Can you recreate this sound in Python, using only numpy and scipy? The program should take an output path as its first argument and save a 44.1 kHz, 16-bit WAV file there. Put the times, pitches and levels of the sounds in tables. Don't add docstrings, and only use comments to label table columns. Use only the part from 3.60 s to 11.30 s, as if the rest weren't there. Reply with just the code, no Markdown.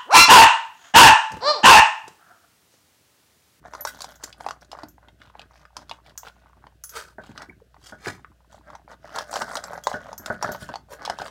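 import sys
import numpy as np
from scipy import signal
from scipy.fft import rfft, irfft
from scipy.io import wavfile
from scipy.ndimage import uniform_filter1d

SR = 44100
rng = np.random.default_rng(int(sys.argv[2]) if len(sys.argv) > 2 else 0)


def transcribe(signal):
    frames = np.atleast_2d(signal).T
    limited = np.clip(frames, -1, 1)
    pcm = np.round(limited * 32767).astype(np.int16)
    wavfile.write(sys.argv[1], SR, pcm)


N = 339570

# [f/Hz, level/dB per Hz]
AIR_SPECTRUM = [(20, -24), (60, 13.5), (150, 17.5), (400, -37), (1000, -100), (2500, -6), (8000, -15),
                (16000, -19)]
# [f/Hz, t60/s]
ROOM_DECAY = [(200, 0.59), (530, 0.12), (1400, 0.21), (3700, 0.12), (10000, 0.19)]
# [t/s, ring level/dB, clash level/dB]
TAG_CLINKS = [(0.2084, -20, -42.5), (0.557, -56, -49), (1.285, -42, -49.5), (2.5771, -34.5, -31),
              (3.2382, -33, -32.5), (3.2938, -33, -36.5), (6.238, -52, -37), (6.579, -27, -35),
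              (6.919, -30.5, -35)]
# [f/Hz, level/dB, t60/s]
TAG_MODES = [(3340, -31, .3), (5055, -25, .25), (6440, -15, .12), (10270, -17, .2), (15060, -17, .16)]
# [f/Hz, level/dB per Hz]
CLASH_SPECTRUM = [(500, -23), (1400, 13), (2300, -14), (3800, -7), (6400, 17.5), (9000, -0.5), (14500, 1),
                  (16000, 6.5)]
# [t of the middle/s, half length/s, f/Hz, level/dB]
LIP_SQUEAKS = [(3.9, 0.0046, 2060, -39), (3.931, 0.0066, 1660, -51.5), (4.023, 0.0045, 460, -44.5)]
# [t of the peak/s, rise/s, fall/s, level/dB, treble tilt/dB per octave, hollow resonance f/Hz]
NOSE_PUFFS = [(0.274, 0.0076, 0.04, -37, 7, 1490), (0.639, 0.0048, 0.017, -36, -5, 6140),
              (3.364, 0.032, 0.084, -34.5, 4.5, 1490), (4.275, 0.05, 0.047, -47, -0.5, 3150),
              (4.474, 0.049, 0.063, -37, 1.5, 1940), (7.02, 0.028, 0.045, -41.5, 5.5, 1510),
              (7.328, 0.021, 0.024, -35.5, 7, 740)]
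# [f/Hz, level/dB per Hz]
NOSE_SPECTRUM = [(100, -7), (400, 11), (750, 2), (1150, -4.5), (1520, -1.5), (2600, -20), (3500, -13),
                 (6200, -10), (10000, -11), (16000, -16)]
# [f/Hz, level/dB, t60/s]
BOWL_MODES = [(226, -9, .15), (398, -13, .11), (606, 3, .15), (720, -7, .06), (940, -7, .09),
              (1114, -10, .12), (1270, -7, .08), (1464, -1, .12), (1534, -3, .14), (1675, -9, .16),
              (2110, -28, .35), (3420, -25, .18), (4730, -27, .16), (5185, -25, .12), (5880, -24, .1),
              (6845, -25, .12)]
# [t/s, steel level/dB, floor thud level/dB, f to which the thud sinks/Hz]
MUZZLE_BUMPS = [(1.233, -42.5, -40, 185), (3.583, -34, -41, 156), (3.692, -47, -41, 154),
                (3.887, -58, -39.5, 160.4), (4.323, -35.5, -43.5, 143), (4.468, -29.5, -29.5, 232.7),
                (5.821, -28, -49, 220), (6.341, -24.5, -38, 151), (6.596, -44.5, -43, 172),
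                (6.701, -21, -39.5, 140), (6.842, -22.5, -32.5, 168), (6.889, -26, -37, 109),
                (7.02, -41, -37, 130), (7.092, -32.5, -40, 172), (7.499, -27.5, -52, 304),
                (7.598, -30.5, -40.5, 106)]
# [f/Hz, level/dB per Hz]
NUDGE_SPECTRUM = [(40, -45), (85, 3.5), (230, -8.5), (380, -4.5), (700, -60), (2000, -49)]
# [f/Hz, level/dB per Hz]
RUSTLE_SPECTRUM = [(200, -10.5), (450, 9), (650, 12.5), (950, -8.5), (1550, 7.5), (2300, -1.5), (4000, -57),
                   (9000, -50)]
# [t of the start/s, length/s, rustle level/dB, wet crackle level/dB]
JAW_STROKES = [(0.048, 0.037, -47, -65.5), (0.122, 0.12, -52, -62.5), (0.332, 0.2, -53, -55.5),
               (0.616, 0.093, -50.5, -58.5), (0.791, 0.13, -50, -60.5), (1.011, 0.021, -52.5, -57),
               (1.121, .12, -53, -66), (1.425, 0.071, -60.5, -78), (1.601, 0.1, -63.5, -66),
               (1.755, 0.091, -58.5, -72), (1.918, .12, -63, -65.5), (2.166, 0.065, -54.5, -61.5),
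               (2.288, 0.076, -62, -62.5), (2.456, 0.053, -56, -58.5), (2.651, .042, -47, -51.5),
               (2.727, 0.17, -68, -74), (2.973, .11, -67, -80), (3.63, .09, -58, -59.5),
               (3.762, 0.085, -47.5, -58.5), (4.91, 0.074, -58.5, -62), (5.06, 0.1, -53.5, -71),
               (5.291, 0.052, -49.5, -61.5), (5.44, 0.1, -50.5, -60.5), (5.545, 0.088, -36.5, -46.5),
               (5.711, 0.12, -36, -43), (5.886, 0.1, -38.5, -48), (6.022, 0.16, -44.5, -57),
               (6.265, 0.097, -46.5, -48.5), (6.4, .14, -49, -61), (6.649, 0.11, -44, -59),
               (6.817, 0.14, -41.5, -51), (7.055, 0.1, -53, -57.5), (7.408, 0.14, -44, -56),
               (7.59, 0.093, -45, -49)]
# [t/s, f/Hz]
CRACK_PITCH_TRACK = [(.4, 4930), (1.15, 4210), (1.65, 2685), (2.17, 4260), (2.3, 3030), (2.7, 2800),
                     (3.8, 3990), (5.5, 4450), (6.0, 5160), (6.7, 4765), (7.2, 3690), (7.6, 4180)]
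# [t/s, knock level/dB, nominal knock f/Hz, crack level/dB]
LOUD_PELLETS = [(0.136, -22.5, 1020, -38), (0.1502, -20, 1190, -36.5), (0.2507, -14, 990, -22),
                (.406, -26.5, 1220, -30), (.4186, -45, 1160, -23.5), (0.4436, -20.5, 900, -30),
                (0.727, -55, 1150, -34.5), (0.807, -23, 870, -41), (0.8638, -11.5, 850, -35),
                (0.8865, -17.5, 960, -29.5), (0.9082, -16, 1220, -30), (1.047, -49, 1160, -48),
                (1.1162, -31, 1030, -29.5), (1.1304, -22.5, 800, -42), (1.1508, -26, 1000, -66),
                (1.1878, -25.5, 1030, -48), (1.2335, -24.5, 845, -34.5), (1.4843, -44, 860, -41.5),
                (1.6172, -35, 1500, -41.5), (1.7525, -27, 890, -63), (1.7941, -32.5, 750, -33),
                (1.816, -45, 1520, -37.5), (2.0529, -29.5, 1500, -53.5), (2.167, -24, 1030, -25.5),
                (2.2947, -30, 1090, -31.5), (2.3122, -20.5, 960, -26), (2.6322, -28.5, 880, -46.5),
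                (3.0405, -33, 960, -71), (3.0679, -31.5, 990, -48), (3.6393, -35, 900, -58),
                (3.777, -22.5, 1460, -29.5), (3.8192, -25, 1400, -36.5), (4.1434, -37, 950, -55.5),
                (4.4596, -16, 1870, -41), (4.4721, -27, 585, -32.5), (4.6464, -25.5, 1360, -64),
                (4.9437, -35, 710, -62), (5.102, -27, 1100, -49.5), (5.1327, -32, 1050, -58),
                (5.152, -23.5, 935, -42), (5.278, -32.5, 870, -79), (5.4443, -28, 680, -69),
                (5.56, -21, 1010, -28), (5.5862, -16, 1110, -20.5), (5.739, -16.5, 760, -26),
                (5.7574, -13.5, 970, -23.5), (5.7659, -11, 674, -28), (5.7742, -35, 744, -33),
                (5.7899, -22, 734, -32.5), (5.8193, -12, 905, -23.5), (5.8808, -25, 1060, -47),
                (5.954, -16, 1040, -23), (5.969, -28, 1110, -21), (6.0395, -24, 1290, -24.5),
                (6.106, -21, 700, -53), (6.1325, -17.5, 840, -40), (6.1772, -21, 740, -41.5),
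                (6.27, -5, 986, -20), (6.3151, -14, 790, -47), (6.49, -24.5, 685, -69),
                (6.5295, -20, 880, -36), (6.6603, -20.5, 1440, -22.5), (6.826, -10.5, 930, -20),
                (6.8331, -12, 880, -54), (6.8465, -11.5, 1360, -52), (7.0895, -20.5, 880, -39),
                (7.1391, -18, 840, -35), (7.1566, -18, 840, -30), (7.451, -23, 1030, -23.5),
                (7.4589, -38, 900, -25.5), (7.4766, -14.5, 880, -41), (7.498, -9.5, 730, -23.5),
                (7.587, -18, 950, -31.5), (7.6177, -17, 800, -31)]

HUM_HZ = 59.4
TAG_HZ, TAG_T60_S = 11930, .1
KNOCK_LOW_HZ, KNOCK_HIGH_HZ = 756, 1157
CRACK_SCATTER = 0.0967
STROKE_STEEPNESS = 4.4
LOOSE_PER_S = 28
LOOSE_DB, LOOSE_SPREAD_DB = 11, 3
EDGE_HZ = 15950


def amp(db):
    return 10 ** (np.asarray(db) / 20)


def unit(x):
    return x / np.sqrt(np.mean(x ** 2) + 1e-20)


def read(points, hz):
    f, value = np.transpose(points)
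    return np.interp(np.log(hz + 1), np.log(f), value)


def add(mix, s, sound):
    start = round(s * SR)
    sound = sound[max(-start, 0):]
    part = mix[max(start, 0):][:len(sound)]
    part += sound[:len(part)]


def colour(x, points, tilt_db=0):
    hz = np.fft.rfftfreq(len(x), 1 / SR)
    gain = amp(read(points, hz) + tilt_db * np.log2(hz + 1))
    return unit(irfft(rfft(x) * gain, len(x)))


def hiss(points, count, tilt_db=0):
    return colour(rng.standard_normal(count), points, tilt_db)


def brittle(hz, count, width_octaves, skirt_db):
    octaves = np.log2((np.fft.rfftfreq(count, 1 / SR) + 1) / hz)
    peak = np.exp(-.5 * (octaves / width_octaves) ** 2)
    return peak + amp(skirt_db) / (1 + octaves ** 4 / 6)


def focus(x, hz, width_octaves, skirt_db):
    return unit(irfft(rfft(x) * brittle(hz, len(x), width_octaves, skirt_db), len(x)))


def ring(modes, t):
    return sum(amp(db - 60 * t / t60) * np.sin(2 * np.pi * hz * t) for hz, db, t60 in modes)


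def grains(count, per_s, spread_db):
    size = amp(spread_db * np.minimum(rng.exponential(1, count), 3))
    size *= rng.choice([-1, 1], count)
    return size * (rng.random(count) < per_s / SR)


def background(air_db=-66, fur_db=-72, hum_db=-60, waver=0.18):
    t = np.arange(N) / SR
    drift = hiss([(1, -11), (4, -49.0), (12, -35), (60, -100)], N)
    hum = unit(np.sin(2 * np.pi * HUM_HZ * t + waver * drift))
    fur = focus(hiss(RUSTLE_SPECTRUM, N), hz=926, width_octaves=0.89, skirt_db=4)
    return amp(air_db) * hiss(AIR_SPECTRUM, N) + amp(fur_db) * fur + amp(hum_db) * hum


def room(x, wet_db=-12):
    hz, t, z = signal.stft(rng.standard_normal(SR // 2), SR, nperseg=256)
    decay = amp(-60 * t / read(ROOM_DECAY, hz)[:, None])
    tail = signal.istft(z * decay, SR, nperseg=256)[1]
    tail *= np.arange(len(tail)) / SR > .005
    return x + amp(wet_db) * signal.oaconvolve(x, tail / np.linalg.norm(tail))[:N]


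def walls(x, echo_db=-7, echo_decay=0.0063):
    t = np.arange(2048) / SR
    echoes = rng.standard_normal(len(t)) * np.exp(-t / echo_decay) * (t > .0015)
    return x + amp(echo_db) * signal.oaconvolve(x, echoes / np.linalg.norm(echoes))[:len(x)]


def bowl(x, body_db=-55, treble_db=-34, touched_db=-4):
    t = np.arange(16384) / SR
    treble = ring([(hz, db + treble_db, t60) for hz, db, t60 in BOWL_MODES if hz > 2000], t)
    body = ring([(hz, db + body_db, t60) for hz, db, t60 in BOWL_MODES if hz <= 2000], t)
    freedom = amp(np.interp(np.arange(N) / SR, [5.2, 5.5], [touched_db, 0]))
    return x + signal.oaconvolve(x * freedom, body + treble)[:N]


def tag(ring_db=-8, modes_db=-8, clash_db=1, clash_decay=0.0054, rim_db=-18, rim_decay=0.047):
    out, t = np.zeros(N), np.arange(16384) / SR
    fade = np.exp(-t / clash_decay) + amp(rim_db) * np.exp(-t / rim_decay)
    for s, tone_db, hit_db in TAG_CLINKS:
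        clash = hiss(CLASH_SPECTRUM, len(t)) * fade
        tone = ring([(TAG_HZ, tone_db + ring_db, TAG_T60_S)], t)
        struck = [(hz, db + rng.normal(0, 8.6), t60) for hz, db, t60 in TAG_MODES]
        hit = amp(clash_db) * clash + amp(modes_db) * ring(struck, t)
        add(out, s, tone + amp(hit_db) * hit)
    return out


def squeaks():
    out, t = np.zeros(N), np.arange(-4096, 4096) / SR
    for s, half, hz, db in LIP_SQUEAKS:
        tone = focus(rng.standard_normal(len(t)), hz, width_octaves=0.091, skirt_db=-56)
        add(out, s + t[0], amp(db) * tone * np.exp(-(t / half) ** 2))
    return out


def snuffles(level_db=-1.5, flutter=0.79):
    out, t = np.zeros(N), np.arange(-8192, 8192) / SR
    for s, rise, fall, db, tilt_db, hollow_hz in NOSE_PUFFS:
        swell = np.exp(-2 * abs(t) / np.where(t < 0, rise, fall))
        swell *= 1 + flutter * unit(uniform_filter1d(rng.standard_normal(len(t)), size=130))
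        breath = hiss(NOSE_SPECTRUM, len(t), tilt_db)
        puff = swell * focus(breath, hollow_hz, width_octaves=0.18, skirt_db=-3.5)
        add(out, s + t[0], amp(db + level_db) * walls(puff, echo_db=1.5, echo_decay=0.0024))
    return out


def knock(hz, t, cycles=0.81, glide=0.35):
    turns = hz * t
    age = turns / cycles
    phase = turns * .88 + glide * (1 - np.exp(-turns))
    wave = np.sin(2 * np.pi * phase) + .25 * hiss(RUSTLE_SPECTRUM, len(t))
    small = signal.butter(3, 420, "highpass", fs=SR, output="sos")
    return signal.sosfilt(small, age * np.exp(1 - age) * wave)


def fidget(touch_db=-52, spread_db=3.0, nudge_db=-66, count=130):
    out, t = np.zeros(N), np.arange(2048) / SR
    for when, size, pitch in rng.random((count, 3)):
        touch = knock(KNOCK_LOW_HZ + (KNOCK_HIGH_HZ - KNOCK_LOW_HZ) * pitch, t)
        level_db = touch_db - spread_db * np.log(size + 0.018)
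        add(out, when * N / SR, amp(level_db) * walls(touch))
    nudges = colour(grains(N, per_s=19, spread_db=1.5), NUDGE_SPECTRUM)
    return out + amp(nudge_db) * nudges


def cushion(x, corner_hz=1750, ripple_db=4):
    return signal.sosfilt(signal.cheby1(3, ripple_db, corner_hz, fs=SR, output="sos"), x)


def bumps(ring_db=-3, clunk_db=7, clunk_hz=750, scuff_db=-3, scuff_decay=0.017, damping_db_per_s=130,
          spot_db=3, rebound_db=-10, rebound_s=.02, thud_db=1, start_ratio=2.027, sag_s=0.011,
          thud_decay=0.017, rumble_db=-2):
    out, t = np.zeros(N), np.arange(16384) / SR
    attack = 1 - np.exp(-t / 0.00067)
    for s, steel_db, floor_db, end_hz in MUZZLE_BUMPS:
        rebound_delay = rebound_s * rng.uniform(.8, 1.3)
        for delay, blow_db in [(0, steel_db), (rebound_delay, steel_db + rebound_db)]:
            struck = [(hz, db + rng.normal(0, spot_db), t60) for hz, db, t60 in BOWL_MODES]
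            steel = amp(ring_db - damping_db_per_s * t) * ring(struck, t)
            steel += amp(scuff_db) * hiss(RUSTLE_SPECTRUM, len(t)) * np.exp(-t / scuff_decay)
            steel += amp(clunk_db) * walls(knock(clunk_hz, t))
            add(out, s + delay, amp(blow_db) * attack * cushion(steel))
        foot_hz = end_hz * (1 + (start_ratio - 1) * np.exp(-t / sag_s))
        foot = np.sin(2 * np.pi * np.cumsum(foot_hz) / SR)
        foot += amp(rumble_db) * hiss(NUDGE_SPECTRUM, len(t))
        add(out, s, amp(floor_db + thud_db) * attack * foot * np.exp(-t / thud_decay))
    return out


def crack_hz(s):
    return np.interp(s, *np.transpose(CRACK_PITCH_TRACK))


def crumbs(hz, size, scatter_octaves=0.52, per_s=90, count=8):
    pitches = hz * 2 ** (scatter_octaves * rng.standard_normal(count))
    return unit(sum(focus(grains(size, per_s=per_s, spread_db=4.5), pitch, width_octaves=0.2, skirt_db=-15)
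                    for pitch in pitches))


def laps(rustle_db=0, crackle_db=-1, mouth_hz=1000, jaw_db=-38, jaw_follow=0.46, jaw_hz=205):
    out, t = np.zeros(N), np.arange(-8192, 8192) / SR
    for s, length, low_db, high_db in JAW_STROKES:
        swell = 1 / np.sqrt(1 + abs(2 * t / length) ** (2 * STROKE_STEEPNESS))
        rubbing = colour(grains(len(t), per_s=600, spread_db=7.0), RUSTLE_SPECTRUM)
        rustle = focus(rubbing, mouth_hz * rng.uniform(1.0, 1.11), width_octaves=0.5, skirt_db=-12)
        crackle = crumbs(crack_hz(s), len(t))
        jaw = focus(grains(len(t), per_s=230, spread_db=4.5), jaw_hz, width_octaves=0.6, skirt_db=-42)
        stroke = amp(low_db + rustle_db) * rustle + amp(high_db + crackle_db) * crackle
        stroke += amp(jaw_db + jaw_follow * low_db) * jaw
        add(out, s + length / 2 + t[0], swell * walls(stroke))
    return out


def crack(hz, t, decay=0.0024, ping_db=-7, ping_t60=0.018, rise_s=0.00045):
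    shape = brittle(hz, len(t), width_octaves=0.51, skirt_db=-15.5)
    burst = irfft(rfft(rng.standard_normal(len(t))) * shape, len(t)) * np.exp(-t / decay)
    burst /= np.sqrt(2 * np.mean(burst[t < .002] ** 2))
    modes = [(hz * ratio, ping_db, ping_t60) for ratio in rng.uniform(0.638, 1.45, size=4)]
    return (0.63 * burst + ring(modes, t)) * (1 - np.exp(-t / rise_s))


def click(s, knock_db, knock_hz, crack_db):
    t = np.arange(2048) / SR
    pitch = crack_hz(s) * np.exp(CRACK_SCATTER * rng.standard_normal())
    return walls(amp(knock_db) * knock(knock_hz, t) + amp(crack_db) * crack(pitch, t))


def loose_pellets(crack_db=-2, count=7):
    out = np.zeros(N)
    for start, length, low_db, high_db in JAW_STROKES:
        for k, (when, size, pitch) in enumerate(rng.random((count, 3))):
            delay = (k + when) / LOOSE_PER_S
            over_db = LOOSE_DB - LOOSE_SPREAD_DB * np.log(size + 0.15)
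            hz = KNOCK_LOW_HZ + (KNOCK_HIGH_HZ - KNOCK_LOW_HZ) * pitch
            pellet = click(start + delay, low_db + over_db, hz, high_db + over_db + crack_db)
            add(out, start + delay, (delay < length) * pellet)
    return out


def pellets(knock_db=-4.5, crack_db=1):
    out = np.zeros(N)
    for s, low_db, hz, high_db in LOUD_PELLETS:
        add(out, s, click(s, low_db + knock_db, hz, high_db + crack_db))
    return out


def scene():
    in_bowl = snuffles() + fidget() + laps() + loose_pellets() + pellets()
    near = tag() + squeaks() + bumps() + bowl(in_bowl)
    return (background() + room(near))[None]


def record(dry):
    thin = signal.sosfilt(signal.butter(4, 46, "highpass", fs=SR, output="sos"), dry)
    band_limit = signal.firwin(511, EDGE_HZ, window=("kaiser", 9), fs=SR)
    return signal.oaconvolve(thin, band_limit[None], "same")


dry = scene()
out = record(dry)
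transcribe(out)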